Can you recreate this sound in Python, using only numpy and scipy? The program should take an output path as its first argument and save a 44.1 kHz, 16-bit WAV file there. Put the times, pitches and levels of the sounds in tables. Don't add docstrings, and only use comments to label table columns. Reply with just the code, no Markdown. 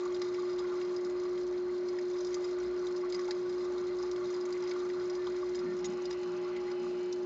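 import sys
import numpy as np
from scipy import signal
from scipy.fft import rfft, irfft
from scipy.io import wavfile

SR = 44100
rng = np.random.default_rng(int(sys.argv[2]) if len(sys.argv) > 2 else 0)


def ratio_of_db(decibels):
    return 10 ** (np.asarray(decibels, float) / 20)


def to_wav(s):
    ch = np.atleast_2d(s).T
    pcm = np.round(np.clip(ch, -1, 1) * 32767)
    wavfile.write(sys.argv[1], SR, pcm.astype(np.int16))


N = 319725

# (time [s], axle load as whirr level [dB], pace as claw patter level [dB])
RUN_EFFORT = [(0.0, -52, -56), (0.44, -54.5, -54), (0.58, -49.5, -55.5), (0.97, -54, -55),
              (1.09, -54.5, -56.5), (1.92, -59.5, -60), (2.34, -54, -52.5), (2.52, -53.5, -56.5),
              (3.25, -53, -55), (4.12, -53.5, -57), (4.36, -52, -53), (4.78, -52, -54),
              (5.51, -55.5, -56.5), (5.79, -52.5, -55.5), (6.04, -56, -58), (6.48, -54, -58.5),
              (7.11, -60.5, -60), (7.25, -69.5, -60.5)]
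# (frequency [Hz], level [dB], t60 [s])
SHELL_MODES = [(1964, 0, 0.0094), (2042, -4, 0.032), (2213, -8, .03), (2455, -7, 0.012), (2810, -14, 0.02),
               (3100, -18.5, 0.007), (3287, -8.5, 0.015)]


def rms_one(x):
    return x / np.sqrt(np.mean(x ** 2) + 1e-20)


def in_time(rows):
    s, *columns = np.transpose(rows)
    return [np.interp(np.arange(N) / SR, s, column) for column in columns]


def drift(rate_hz):
    r = np.exp(-2 * np.pi * rate_hz * 40 / SR)
    noise = rng.standard_normal(N // 40 + 2002)
    slow = rms_one(signal.lfilter([1], [1, -2 * r, r * r], noise)[2000:])
    return np.interp(np.arange(N) / 40, np.arange(len(slow)), slow)


def ring(force, hz, t60):
    r = ratio_of_db(-60 / (t60 * SR))
    w = 2 * np.pi * hz / SR
    return signal.lfilter([0, np.sin(w)], [1, -2 * r * np.cos(w), r * r], force + 1e-18)


def band(x, low_hz, high_hz):
    sos = signal.butter(2, [low_hz, high_hz], "band", fs=SR, output="sos")
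    return rms_one(signal.sosfilt(sos, x))


def struck(times, levels_db, modes, favoured_hz, scrape_s, spread_db, focus_db, snap_db):
    age = np.arange(900) / SR
    scrape_s = np.clip(scrape_s, 5e-4, 8e-3)[:, None]
    scrapes = rng.standard_normal((len(times), len(age))) * np.sqrt(age) * np.exp(-age / scrape_s)
    where = np.round((times[:, None] + age - scrape_s / 2) * SR).astype(int)
    where = np.clip(where, 0, N - 1)
    uneven = rng.standard_normal((len(times), len(modes)))

    direct = np.zeros(N)
    peaks = np.abs(scrapes).max(axis=1, keepdims=True)
    np.add.at(direct, where, ratio_of_db(levels_db + snap_db)[:, None] * scrapes / peaks)
    span_hz = [modes[0][0] * 0.83, modes[-1][0]]
    out = signal.sosfilt(signal.butter(2, span_hz, "band", fs=SR, output="sos"), direct)

    for k, (hz, mode_db, t60) in enumerate(modes):
        octaves_off = np.minimum(np.abs(np.log2(hz / favoured_hz)), 0.3)
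        drive = np.abs(scrapes @ np.exp(-2j * np.pi * hz * age))
        mode_levels_db = levels_db + mode_db + spread_db * uneven[:, k] - focus_db * octaves_off
        gain = ratio_of_db(mode_levels_db) / (drive + 0.33 * drive.mean())
        force = np.zeros(N)
        np.add.at(force, where, gain[:, None] * scrapes)
        out += ring(force, hz, t60) * (-1) ** k
    return out


def grains(per_s, spread_db, modes, throb_db):
    sizes = ratio_of_db(spread_db * np.minimum(rng.exponential(1, N), 5)) * rng.choice([-1, 1], N)
    born = rng.random(N) < per_s / SR
    dealt = rng.integers(0, len(modes), N)
    force = sizes * born * ratio_of_db(throb_db * drift(8.4))
    out = np.zeros(N)
    for k, (hz, db, t60) in enumerate(modes):
        out += ratio_of_db(db) * ring(force * (dealt == k), hz, t60)
    return rms_one(out)


def room():
    # (frequency [Hz], level [dB per Hz])
    air_curve = [(15, -75), (25, -37.5), (225, -28), (300, -40), (322, -22), (355, -16), (391, -17.5),
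                 (421, -31.5), (604, -23), (750, -24), (1370, -23.5), (2510, -40), (4930, -40.5),
                 (6900, -55), (7980, -89), (10400, -101), (17600, -120)]
    # (frequency [Hz], width [Hz], level [dB rms])
    duct_tones = [(58.2, 5.9, -68), (72.3, 16, -73.5), (119, 4.8, -69.5), (189.8, 42, -61),
                  (227.7, 18, -61), (257.3, 13, -62.5), (303.5, 19, -62), (395.3, 2.8, -62.5),
                  (454.4, 72, -60), (595, 20, -62), (572.6, 58, -60), (636, 7.1, -66.5), (4260, 260, -68),
                  (5820, 3900, -71)]
    hz = np.maximum(np.fft.rfftfreq(N, 1 / SR), 1)
    curve_hz, curve_db = np.transpose(air_curve)
    shape = ratio_of_db(np.interp(np.log(hz), np.log(curve_hz), curve_db))
    out = ratio_of_db(-54.5) * rms_one(irfft(rfft(rng.standard_normal(N)) * shape, N))
    white = rng.standard_normal(N)
    for tone_hz, width, db in duct_tones:
        out += ratio_of_db(db) * band(white, tone_hz - width / 2, tone_hz + width / 2)
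    return out


def hum():
    # (time [s], pitch [Hz], level [dB])
    hum_curve = [(0.0, 359.1, -34.5), (0.1, 359.6, -34), (5.67, 360.5, -34.5), (5.92, 360.4, -36),
                 (7.25, 359.7, -35)]
    hz, level_db = in_time(hum_curve)
    phase = 2 * np.pi * np.cumsum(hz) / SR
    return np.sqrt(2) * ratio_of_db(level_db + 0.11 * drift(6.0)) * np.cos(phase)


def motor():
    multiples = [3, 4, 14, 33, 39, 43, 45, 46, 48, 51]
    partial_db = [-59, -63.5, -59.5, -76, -72, -73.5, -74, -77, -71, -70]
    # (time [s], peak [dB], rise [dB per s], fall [dB per s])
    jolts = [
        (5.657, -44, 151, 93.5),
        (5.764, -60.5, 143, 261),
        (5.862, -46, 276, 108),
    ]
    # (time [s], length [s], third partial [dB], fourth partial [dB], housing partial [dB])
    spells = [
        (5.68, 0.42, -1, 2, -9),
        (6.2, 0.38, 0, 3, -6.5),
        (6.568, .22, -20, 1.5, -2.5),
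        (6.79, 0.21, -1, 11, 0),
        (7.01, .3, -15, -1, -2.5),
    ]
    # (full at [s], rise [dB per s], eases at [s], fall [dB per s])
    buzz_course = (5.9, 94, 7.0, 24)
    t = np.arange(N) / SR
    full_s, rise, ease_s, fall = buzz_course
    buzz = ratio_of_db(-rise * np.maximum(full_s - t, 0) - fall * np.maximum(t - ease_s, 0))

    loads = np.zeros((3, N))
    for s, length, *db in spells:
        inside = np.clip(0.5 + np.minimum(t - s, s + length - t) / 0.037, 0, 1)
        loads += inside * ratio_of_db(db)[:, None]
    third, fourth, housing = loads
    low_loads = {3: third, 4: fourth, 14: housing * np.minimum(2 * buzz, 1) + buzz / 4}

    turn = 2 * np.pi * 59.2 * t
    out = np.zeros(N)
    for multiple, db in zip(multiples, partial_db):
        level = np.sqrt(2) * low_loads.get(multiple, buzz) * ratio_of_db(db + 2.9 * drift(3.3))
        out += level * np.sin(multiple * turn + rng.uniform(0, 2 * np.pi))

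    shudder = np.zeros(N)
    for s, db, rise, fall in jolts:
        shudder += ratio_of_db(db - np.maximum(rise * (s - t), fall * (t - s)))
    rumble = band(band(rng.standard_normal(N), 160, 280), 160, 280)
    rattle = buzz * ratio_of_db(-68.0) * band(rng.standard_normal(N), 2400, 2700)
    return out + rattle + shudder * rumble


def squeaks():
    # (time [s], length [s], level [dB], pitch [Hz])
    axle_squeaks = [
        (4.56, .05, -68, 1760),
        (5.168, 0.08, -57.5, 1770),
        (5.654, 0.091, -55, 1810),
    ]
    t = np.arange(N) / SR
    out = np.zeros(N)
    for s, length, db, hz in axle_squeaks:
        swell = np.clip(3.0 * np.sin(np.pi * np.clip((t - s) / length, 0, 1)), 0, 1)
        out += ratio_of_db(db) * swell * np.sin(2 * np.pi * hz * t)
    return out


def drum():
    # (time [s], peak [dB], strongest ring [Hz])
    axle_knocks = [(0.029, -40, 1120), (.06, -32.5, 1125), (0.215, -38, 1200), (0.384, -36, 1200),
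                   (0.432, -38, 1080), (0.602, -36, 864), (0.91, -43, 1120), (1.068, -42, 1170),
                   (1.253, -40, 1150), (2.37, -36, 1250), (2.736, -42, 1120), (2.827, -41, 1150),
                   (3.193, -38, 1090), (3.285, -26.5, 880), (3.576, -33.5, 980), (3.76, -40, 1150),
                   (4, -38.5, 1110), (4.035, -33, 864), (4.134, -42, 1210), (4.306, -40, 1200),
                   (4.642, -41, 1030), (4.76, -36.5, 1150), (4.801, -42, 1200), (4.825, -38, 1200),
                   (4.943, -39, 1184), (5.27, -28.5, 955), (5.43, -34.5, 1120), (5.984, -37, 1100),
                   (6.839, -40, 1200), (6.866, -39, 1130)]
    # (frequency [Hz], level [dB], t60 [s])
    drum_modes = [(857, -1, 0.11), (980, -9, 0.11), (1042, 0.5, 0.041), (1120, 5, 0.075), (1200, 4, 0.09),
                  (1370, 2.5, 0.065), (1483, 1.5, 0.049)]
    s, db, hz = np.transpose(axle_knocks)
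    loaded = [(f, g, 0.8 * t60) for f, g, t60 in drum_modes]
    blunt_s = np.full(len(s), 0.001)
    knocks = struck(s - 0.0025, db - 5, loaded, hz, blunt_s, spread_db=1.5, focus_db=38, snap_db=-4.0)
    whirr_db = in_time(RUN_EFFORT)[0]
    whirr = ratio_of_db(whirr_db - 0.5) * grains(per_s=1500, spread_db=3.0, modes=drum_modes, throb_db=1.5)
    shell_grains = grains(per_s=1600, spread_db=2.0, modes=SHELL_MODES, throb_db=2.0)
    return knocks + whirr + ratio_of_db(0.58 * whirr_db - 30.0) * shell_grains


def claws():
    # (time [s], peak [dB], strongest ring [Hz], shell level re peak [dB])
    stamps = [(.164, -43.5, 3930, 1), (.2174, -28.5, 4440, -3.5), (.3448, -43, 4860, 5),
              (.495, -41.5, 4900, -4), (.5302, -43.5, 4800, -1), (.5908, -40, 4560, -6),
              (.8143, -44, 4080, 6), (1.2521, -45.5, 4650, -1), (1.376, -45.5, 3710, 4.5),
              (1.8853, -37, 5100, -7), (1.9864, -43, 5100, 3.5), (2.3432, -28, 6240, -22),
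              (3.1233, -32.5, 4500, -9), (3.145, -30.5, 4800, -6), (3.1929, -38.5, 5060, -5.5),
              (3.2789, -39.5, 5600, -3), (3.3085, -25.5, 4280, -9), (3.6052, -55, 5070, 6),
              (3.6513, -46, 4260, 0), (4.1614, -43.5, 4870, 5.5), (4.3405, -38, 4830, -8),
              (4.713, -38.5, 4850, 6), (4.8992, -45, 4800, 6), (5.269, -36.5, 4050, -11),
              (5.5475, -41.5, 5130, 2.5), (5.8436, -31.5, 6400, -1.5), (6.109, -33.5, 5280, -9),
              (6.1273, -37, 5650, -4.5), (6.2318, -41, 4240, -.5), (6.564, -40.5, 4260, 2)]
    # (time [s], peak [dB], strongest ring [Hz])
    ticks = [(0.1448, -36.5, 4730), (0.391, -44.5, 4860), (0.963, -35.5, 5230), (1.047, -38, 5100),
             (1.475, -46, 5970), (1.579, -45.5, 3800), (1.779, -45, 4670), (2.1838, -42.5, 5250),
             (2.2058, -36.5, 5940), (2.2473, -34.5, 5200), (2.2686, -36, 5090), (2.4411, -43, 4880),
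             (2.8684, -36, 3790), (2.9634, -37, 5060), (3.7795, -39, 4160), (3.8681, -40.5, 4100),
             (3.986, -42, 4960), (4.0272, -38, 5090), (4.1137, -35.5, 5560), (4.255, -42.5, 3950),
             (4.3017, -41, 5860), (4.4099, -39, 5070), (4.5253, -34.5, 4730), (4.694, -37, 5640),
             (5.098, -35.5, 5270), (5.1522, -40, 5880), (5.5904, -41, 5090), (6.054, -33.5, 5000),
             (6.7146, -40.5, 4900), (7.1261, -32, 5840)]
    # (time [s], peak [dB], strongest ring [Hz], scrape [s])
    slides = [(.052, -48.5, 6570, 0.0053), (.586, -38.5, 7240, 0.01), (2.444, -42.5, 5400, 0.0051),
              (3.098, -45, 6800, 0.0042), (3.212, -41.5, 6500, .004), (5.554, -39, 6900, 0.0059),
              (5.853, -35.5, 6340, 0.0093), (6.103, -40, 7020, 0.0038)]
    # (frequency [Hz], level [dB], t60 [s])
    track_modes = [(3685, -3, 0.046), (4116, 0.5, 0.016), (4260, -5, 0.013), (4334, -7.5, 0.021),
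                   (4850, -1.5, 0.026), (5090, -1, 0.026), (5770, -11, 0.035), (5522, -9.5, 0.043),
                   (5880, -7, .03), (6285, -1.5, 0.021), (6700, -6, 0.04), (6900, -2.5, 0.02),
                   (7320, -2.5, 0.017), (7750, -12.5, 0.034)]
    stamp_s, stamp_db, stamp_hz, stamp_shell_db = np.transpose(stamps)
    tick_s, tick_db, tick_hz = np.transpose(ticks)
    slide_s, slide_db, slide_hz, slide_length = np.transpose(slides)
    patter_db = in_time(RUN_EFFORT)[1]

    steps = 330
    chance = rng.random((steps, 3))
    step_s = (np.arange(steps) + chance[:, 0]) / steps * (N - 1) / SR
    step_db = patter_db[(step_s * SR).astype(int)] + 6 + 8.5 * chance[:, 1] ** 2
    step_hz = 4100 * 2 ** (0.85 * chance[:, 2])

    s = np.concatenate([stamp_s, tick_s, step_s])
    db = np.concatenate([stamp_db, tick_db, step_db])
    hz = np.concatenate([stamp_hz, tick_hz, step_hz])
    lengths = np.concatenate([np.full(len(s) - steps, 0.002), np.full(steps, 0.0015)])
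    bright = struck(np.append(s, slide_s), np.append(db, slide_db) - 3.5, track_modes,
                    np.append(hz, slide_hz), np.append(lengths, slide_length),
                    spread_db=1.26, focus_db=29.5, snap_db=-0.5)

    shell_db = np.concatenate([stamp_shell_db, np.full(len(tick_s), -19), np.full(steps, -11)])
    shell_hz = 1933 * 2 ** (0.2 * rng.random(len(s)))
    body = struck(s, db + shell_db - 0.5, SHELL_MODES, shell_hz, lengths,
                  spread_db=-4.5, focus_db=27.5, snap_db=4.5)

    muffled = [(f, g, 0.62 * t60) for f, g, t60 in track_modes]
    rustle = grains(per_s=6000, spread_db=3.5, modes=muffled, throb_db=2.5)
    return bright + body + ratio_of_db(patter_db - 6.5) * rustle


def echoes(x):
    lag = np.arange(round(0.06 * SR)) / SR
    tail = rng.standard_normal(len(lag)) * np.exp(-lag / 0.0047) * (lag > 0.003)
    tail = tail / np.sqrt(np.sum(tail ** 2))
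    return x + ratio_of_db(-7.0) * signal.fftconvolve(x, tail)[:N]


def scene():
    near = room() + echoes(claws()) + drum()
    near = near - 0.55 * signal.lfilter(*signal.iirpeak(1275, 12, fs=SR), near)
    return (hum() + motor() + squeaks() + near)[None]


def roll_off(x):
    return signal.sosfilt(signal.butter(12, 8130, fs=SR, output="sos"), x)


def record(dry):
    gentle = signal.butter(4, 7000, fs=SR, output="sos")
    steep = signal.cheby2(8, 15, 8300, fs=SR, output="sos")
    narrow = signal.sosfiltfilt(steep, signal.sosfiltfilt(gentle, dry))
    return roll_off(narrow)


dry = scene()
out = record(dry)
to_wav(out)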